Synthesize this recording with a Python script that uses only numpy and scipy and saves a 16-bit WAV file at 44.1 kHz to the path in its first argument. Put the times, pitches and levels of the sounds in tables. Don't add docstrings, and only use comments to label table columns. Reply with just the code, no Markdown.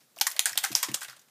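import sys
import numpy as np
from scipy import signal
from scipy.fft import rfft, irfft
from scipy.io import wavfile

SR = 44100
rng = np.random.default_rng(int(sys.argv[2]) if len(sys.argv) > 2 else 0)


def file_out(sig):
    cols = np.atleast_2d(sig).T
    lim = np.clip(cols, -1, 1)
    pcm = np.round(lim * 32767).astype(np.int16)
    wavfile.write(sys.argv[1], SR, pcm)


def makeup_ratio(level_db):
    decades = np.asarray(level_db, float) / 20
    return 10 ** decades


N = 57330


def rms_one(x):
    return x / np.sqrt(np.mean(x ** 2) + 1e-20)


def dying(t60_s, size=9000):
    return makeup_ratio(-60 * np.arange(size) / SR / max(t60_s, .001))


def add(out, start_s, x):
    i = int(max(start_s, 0) * SR)
    out[i:i + len(x)] += x[:N - i]


def high_pass(x, order, hz):
    return signal.sosfilt(signal.butter(order, hz, "high", fs=SR, output="sos"), x)


def resonate(x, hz, width_hz):
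    r = np.exp(-np.pi * width_hz / SR)
    zeros = [(1 - r * r) / 2, 0, (r * r - 1) / 2]
    poles = [1, -2 * r * np.cos(2 * np.pi * hz / SR), r * r]
    return signal.lfilter(zeros, poles, x)


def colour(x, spectrum, tilt_db=0):
    hz = np.maximum(np.fft.rfftfreq(len(x), 1 / SR), 10)
    at_hz, at_db = np.transpose(spectrum)
    gain_db = np.interp(np.log(hz), np.log(at_hz), at_db) + tilt_db * np.log2(hz / 4000)
    return rms_one(irfft(rfft(x) * makeup_ratio(gain_db), len(x)))


def ball_on_wall(rows):
    strike, note_width, base_note_db, crack_low_hz = 4.468, 0.31, -5, 2600
    out = np.zeros(N)
    noises = rng.standard_normal((len(rows), 4096))
    for (start_s, peak_db, hz, t60_s, note_db), noise in zip(rows, noises):
        burst = noise * np.abs(noise) * dying(t60_s, size=4096)
        burst[0] = strike
        crack = rms_one(high_pass(burst, 3, crack_low_hz))
        note = resonate(burst, hz, note_width * hz)
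        note = rms_one(resonate(note, hz, 2 * note_width * hz))
        both = crack + makeup_ratio(base_note_db + note_db) * note
        add(out, start_s, makeup_ratio(peak_db) * both / np.abs(both).max())
    return out


def cracks():
    # (time [s], peak level [dB], wall note [Hz], dying time [s], note over crack [dB])
    hard_hits = [(.212, -2, 4910, 0.00147, 6.5), (.2137, -14.5, 3335, 0.0054, 9),
                 (.2145, -8.5, 6920, 0.00396, 0.5), (.2168, -19.5, 3860, 0.0034, 3),
                 (.2678, -10, 6000, .003, 12), (.2688, -18, 6500, .008, -6.5),
                 (.3932, -3, 3400, 0.00546, 0.5), (.3936, -4.5, 6470, 0.00347, 2.5),
                 (.3938, -8, 10300, 0.00326, 9), (.3952, -22, 3510, 0.0163, 12), (.4571, -3, 8300, .005, 3),
                 (.4585, -9.5, 7800, .02, 13), (.5752, -5.5, 3440, .004, 6.5),
                 (.5774, -2.5, 8100, 0.00116, -10.5), (.5785, -10, 3500, .012, -2),
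                 (.6365, -19.5, 7000, .012, 1.5), (.6396, -10.5, 9500, .008, -7.5),
                 (.6415, -16.5, 4730, .012, -1), (.6474, -12, 6500, .006, 3), (.6496, -11.5, 5500, .01, -3),
                 (.7521, -2.5, 5680, .003, 15), (.8297, -9, 7540, 0.0042, -8.5),
                 (.8321, -10.5, 10070, 0.0022, -1), (.8328, -15, 6000, 0.0074, -9.5),
                 (.942, -17, 4000, .004, 2.5), (.943, -11, 7500, .004, 28.5), (.9446, -10.5, 7300, .005, 3),
                 (.9455, -15.5, 4300, 0.0031, -13), (.9495, -23, 11500, 0.0097, 8)]
    return ball_on_wall(hard_hits)


def ticks():
    # (time [s], peak level [dB], wall note [Hz], dying time [s])
    bounces = [(0.1624, -40, 6320, 0.032), (0.1701, -39.5, 3200, 0.0177), (0.179, -33, 5550, 0.0187),
               (0.1869, -26.5, 3080, 0.0166), (.1987, -31, 6700, 0.017), (.303, -24, 10000, 0.0113),
               (0.3143, -22.5, 5370, 0.0048), (0.3197, -20, 12560, 0.0037), (0.3201, -25, 11540, 0.00255),
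               (0.3646, -23, 10460, 0.005), (0.3653, -24.5, 4530, 0.0113), (0.3827, -33, 4500, 0.0064),
               (0.488, -30, 7000, 0.021), (0.494, -17, 8000, 0.0136), (.498, -27, 8000, .008),
               (0.5, -29.5, 8000, 0.014), (0.5207, -27, 6940, 0.027), (0.5309, -20, 5600, 0.0158),
               (0.556, -47.5, 2840, 0.013), (0.573, -30, 5500, 0.0069), (0.5862, -16, 7100, 0.0137),
               (0.7175, -29, 4100, 0.023), (0.7289, -19, 2880, 0.0096), (0.7498, -20.5, 9000, 0.032),
               (.7758, -31.5, 6470, 0.0135), (0.8268, -24, 11000, 0.0061), (0.889, -26.5, 7930, 0.022),
               (0.9154, -25.5, 2600, 0.0296), (.937, -32.5, 7500, 0.041), (1.0083, -27.5, 7840, 0.062),
               (1.0185, -29, 6970, 0.035), (1.0306, -24, 9000, 0.0506), (1.0817, -34, 8470, 0.0095),
               (1.0845, -40, 3910, 0.0183), (1.0984, -34, 5780, 0.0137), (1.127, -42.5, 9030, 0.021),
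               (1.1652, -43, 9200, 0.038), (1.1939, -39.5, 6720, 0.0435), (1.2766, -62, 12500, .01)]
    return ball_on_wall([(*bounce, 0.5) for bounce in bounces])


def liquid():
    # (time [s], spray level [dB], dying time [s], brightness [dB/octave], wall note [Hz])
    slaps = [(.005, -61, 0.199, -1, 3980), (.163, -55.5, 1, -8, 5140), (0.2131, -20.5, 0.067, 2.5, 3260),
             (0.268, -21, 0.0577, 4, 6150), (0.3142, -40, 0.11, 0.5, 8950), (0.366, -39.5, 0.088, -2, 4660),
             (.3945, -24.5, 0.08, 1.5, 6440), (.457, -26, 0.1846, 0, 8200), (.555, -38, 0.0486, -2.5, 3000),
             (0.5758, -22.5, 0.071, 1.5, 3630), (0.6299, -38, 0.134, -2, 9000),
             (0.6396, -28.5, 0.168, 1.5, 5400), (0.716, -35.5, 0.11, 0.5, 4260),
             (0.7521, -26, 0.2226, 2, 6360), (0.8295, -24.5, 0.1184, 0.5, 5300),
             (.885, -38.5, 0.138, -4, 5870), (0.9419, -24, 0.062, 1, 7570),
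             (1.015, -36.5, 0.1257, -0.5, 3560), (1.044, -40, 0.0764, 0, 2390),
             (1.083, -42.5, 0.077, -2, 4200), (1.096, -48, 0.269, -1, 4500),
             (1.166, -55, 0.076, -4.5, 3500), (1.214, -57.5, .08, 2.5, 2600),
             (1.283, -61.5, 0.076, -2, 2500)]
    # (frequency [Hz], level [dB per Hz])
    spray_spectrum = [(180, -54), (300, -11), (1460, -6), (1700, -5), (4280, -6), (6790, -5), (8420, -8),
                      (14500, -9), (15500, -33)]
    drops_per_s, drop_spread_db, rise_s = 7000, 2.5, 0.000337
    note_db, note_width, dulling_db_per_s, spray_low_hz = -10.5, 0.77, 169, 563.7
    out = np.zeros(N)
    t = np.arange(12000) / SR
    lows = signal.butter(1, 6000, fs=SR)
    for start_s, db, t60_s, tilt_db, hz in slaps:
        hit, size, sign = rng.random((3, len(t)))
        drop_amp = makeup_ratio(-drop_spread_db * np.log(size + 1e-3))
        drops = (hit < drops_per_s / SR) * drop_amp * np.sign(sign - .5)
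        spray = colour(drops, spray_spectrum, tilt_db)
        spray = spray + makeup_ratio(note_db) * rms_one(resonate(spray, hz, note_width * hz))
        low = signal.lfilter(*lows, spray)
        spray = low + (spray - low) * makeup_ratio(-dulling_db_per_s * t)
        rise = 1 - np.exp(-t / rise_s)
        add(out, start_s, makeup_ratio(db) * spray * rise * dying(t60_s, size=len(t)))
    return high_pass(out, 3, spray_low_hz)


def struck_and_fed(rows, width):
    fed_s, fed_db = 0.0237, 6.5
    out = np.zeros(N)
    noises = rng.standard_normal((len(rows), 9000))
    for (start_s, hz, db, t60_s), noise in zip(rows, noises):
        push = makeup_ratio(fed_db) * noise * dying(fed_s + t60_s) / 10
        push[0] += 3.5
        ring = resonate(resonate(push, hz, width * hz), hz, .5 * hz)
        add(out, start_s, makeup_ratio(db) * ring / np.abs(ring).max())
    return out


def air_pockets():
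    # (time [s], frequency [Hz], level [dB], dying time [s])
    trapped = [(0.169, 669, -46, 0.01), (.169, 1063, -46.5, .01), (0.2122, 856.5, -33, 0.014),
               (.213, 1567, -26, 0.028), (.2682, 1026, -25, 0.0375), (.276, 1110, -29.5, 0.061),
               (0.2681, 1861, -18.5, 0.0495), (.355, 595, -47, 0.113), (0.367, 2200, -32, 0.0234),
               (.3935, 758, -33.5, 0.0066), (.3935, 902, -36, 0.0127), (0.394, 2750, -43, 0.048),
               (.4575, 1634, -18.5, 0.0183), (.465, 1892, -26, .04), (.495, 1642, -31.5, 0.069),
               (.533, 1920, -31, .01), (.556, 745.4, -42, 0.037), (.576, 2697, -20.5, 0.0213),
               (.576, 931, -31.5, 0.036), (.645, 803.5, -40, 0.144), (0.642, 1470, -22.5, 0.02),
               (0.649, 1436, -23, 0.081), (.641, 2072, -21, 0.04), (.659, 1744, -28, .12),
               (0.7516, 944, -30, 0.018), (.722, 696, -43.5, 0.077), (.83, 999, -26.5, 0.142),
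               (.83, 1934, -23, 0.092), (.89, 1962, -32.5, 0.039), (.89, 1085, -48, .04),
               (.943, 1836, -37.5, 0.025), (.972, 1186, -43, 0.038), (1.098, 1350, -39.5, .04),
               (0.914, 1930, -42, 0.022), (.943, 534, -45, 0.0265), (0.958, 7600, -43, .09),
               (1.019, 1545, -32.5, .1), (1.02, 1086, -37.5, 0.055), (1.05, 1680, -42, 0.065),
               (1.086, 1934, -39, 0.078), (1.13, 1484, -41.5, 0.039), (1.286, 1510, -70.5, 0.061)]
    return struck_and_fed(trapped, width=0.144)


def wall_rings():
    # (time [s], frequency [Hz], level [dB], dying time [s])
    clear_rings = [
        (.2125, 856.8, -24.5, 0.013),
        (.2135, 4144, -17.5, .012),
        (.639, 798, -32, 0.055),
        (.9435, 4127, -22, 0.0125),
        (.9465, 7750, -22, .02),
        (.959, 7620, -29.5, .06),
        (1.0845, 3910, -39.5, 0.019),
        (1.099, 5620, -42, .02),
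    ]
    return struck_and_fed(clear_rings, width=0.0649)


def desk():
    # (time [s], level [dB], softness [dB/octave], free ringing [s])
    knocks = [
        (0.509, -50.5, 6.5, 0.107),
        (0.553, -49.5, 4.5, 0.079),
        (0.7039, -34, 1.5, 0.0566),
        (.8845, -31, 1.5, 0.0576),
        (.913, -39, 0.5, 0.0464),
        (.922, -50, 1.5, 0.033),
        (.94, -44, 9, 0.0174),
        (1.077, -50.5, 13, 0.075),
    ]
    # (frequency [Hz], level [dB], t60 [s])
    board_modes = [(127.3, -7, 0.38), (209.4, 0, 0.12), (293.75, 5, 0.092), (321.3, -1.5, 0.132)]
    contact_s, damped_t60_s = 0.00357, .03
    out = np.zeros(N)
    t = np.arange(9000) / SR
    contact = np.sin(np.pi / 2 * np.minimum(t / contact_s, 1)) ** 2
    strengths_db = rng.normal(0, 1, (len(knocks), len(board_modes)))
    for (start_s, db, soft_db, free_s), own_db in zip(knocks, strengths_db):
        ringing = np.zeros(len(t))
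        for (hz, mode_db, t60_s), extra_db in zip(board_modes, own_db):
            level_db = mode_db + extra_db - soft_db * np.log2(hz / board_modes[0][0])
            ringing += makeup_ratio(level_db) * np.sin(2 * np.pi * hz * t) * dying(t60_s)
        damping_db = 60 * np.maximum(t - free_s, 0) / damped_t60_s
        add(out, start_s, -makeup_ratio(db - 4.5 - damping_db) * ringing * contact)
    return out


def pushes():
    # (time [s], level [dB])
    low_pushes = [
        (0.214, -49),
        (0.393, -47),
        (0.456, -66.5),
        (0.575, -58),
        (.752, -35),
        (.9, -58),
    ]
    out = np.zeros(N)
    for start_s, db in low_pushes:
        add(out, start_s, -makeup_ratio(db) * np.hanning(60))
    return out


def room(x):
    room_db, low_t60_s, high_t60_s = -11, 0.465, 0.2658
    noise = rng.standard_normal(20000)
    low = signal.sosfilt(signal.butter(2, 3000, fs=SR, output="sos"), noise)
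    tail = low * dying(low_t60_s, size=20000) + (noise - low) * dying(high_t60_s, size=20000)
    tail[:220] = 0
    tail = tail / np.sqrt(np.sum(tail ** 2))
    return makeup_ratio(room_db) * signal.fftconvolve(x, tail)[:N]


def hush():
    # (frequency [Hz], level [dB])
    hush_spectrum = [(18, -31), (70, -37), (125, -18), (208, -17.5), (443, -22), (747, -24.5), (2990, -30),
                     (3590, -27), (15500, -29)]
    return makeup_ratio(-65) * colour(rng.standard_normal(N), hush_spectrum)


def scene():
    bright = cracks() + ticks() + liquid()
    ringing = air_pockets() + wall_rings()
    reverb = room(bright + makeup_ratio(-4.5) * ringing)
    return (bright + ringing + desk() + reverb + hush())[None]


def band_limit(x):
    return signal.sosfilt(signal.butter(12, 16540, fs=SR, output="sos"), x)


def record(dry):
    mic_low_hz, cutoff_hz, edge_hz = 100.5, 15300, 16500
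    heard = high_pass(dry, 4, mic_low_hz) + pushes()
    hz = np.fft.rfftfreq(N, 1 / SR)
    corners_hz = [cutoff_hz - 200, cutoff_hz + 200, edge_hz, edge_hz + 150]
    top_db = np.interp(hz, corners_hz, [-0.5, -36.5, -38.5, -66.5])
    return band_limit(irfft(rfft(heard) * makeup_ratio(top_db), N))


dry = scene()
out = record(dry)
file_out(out)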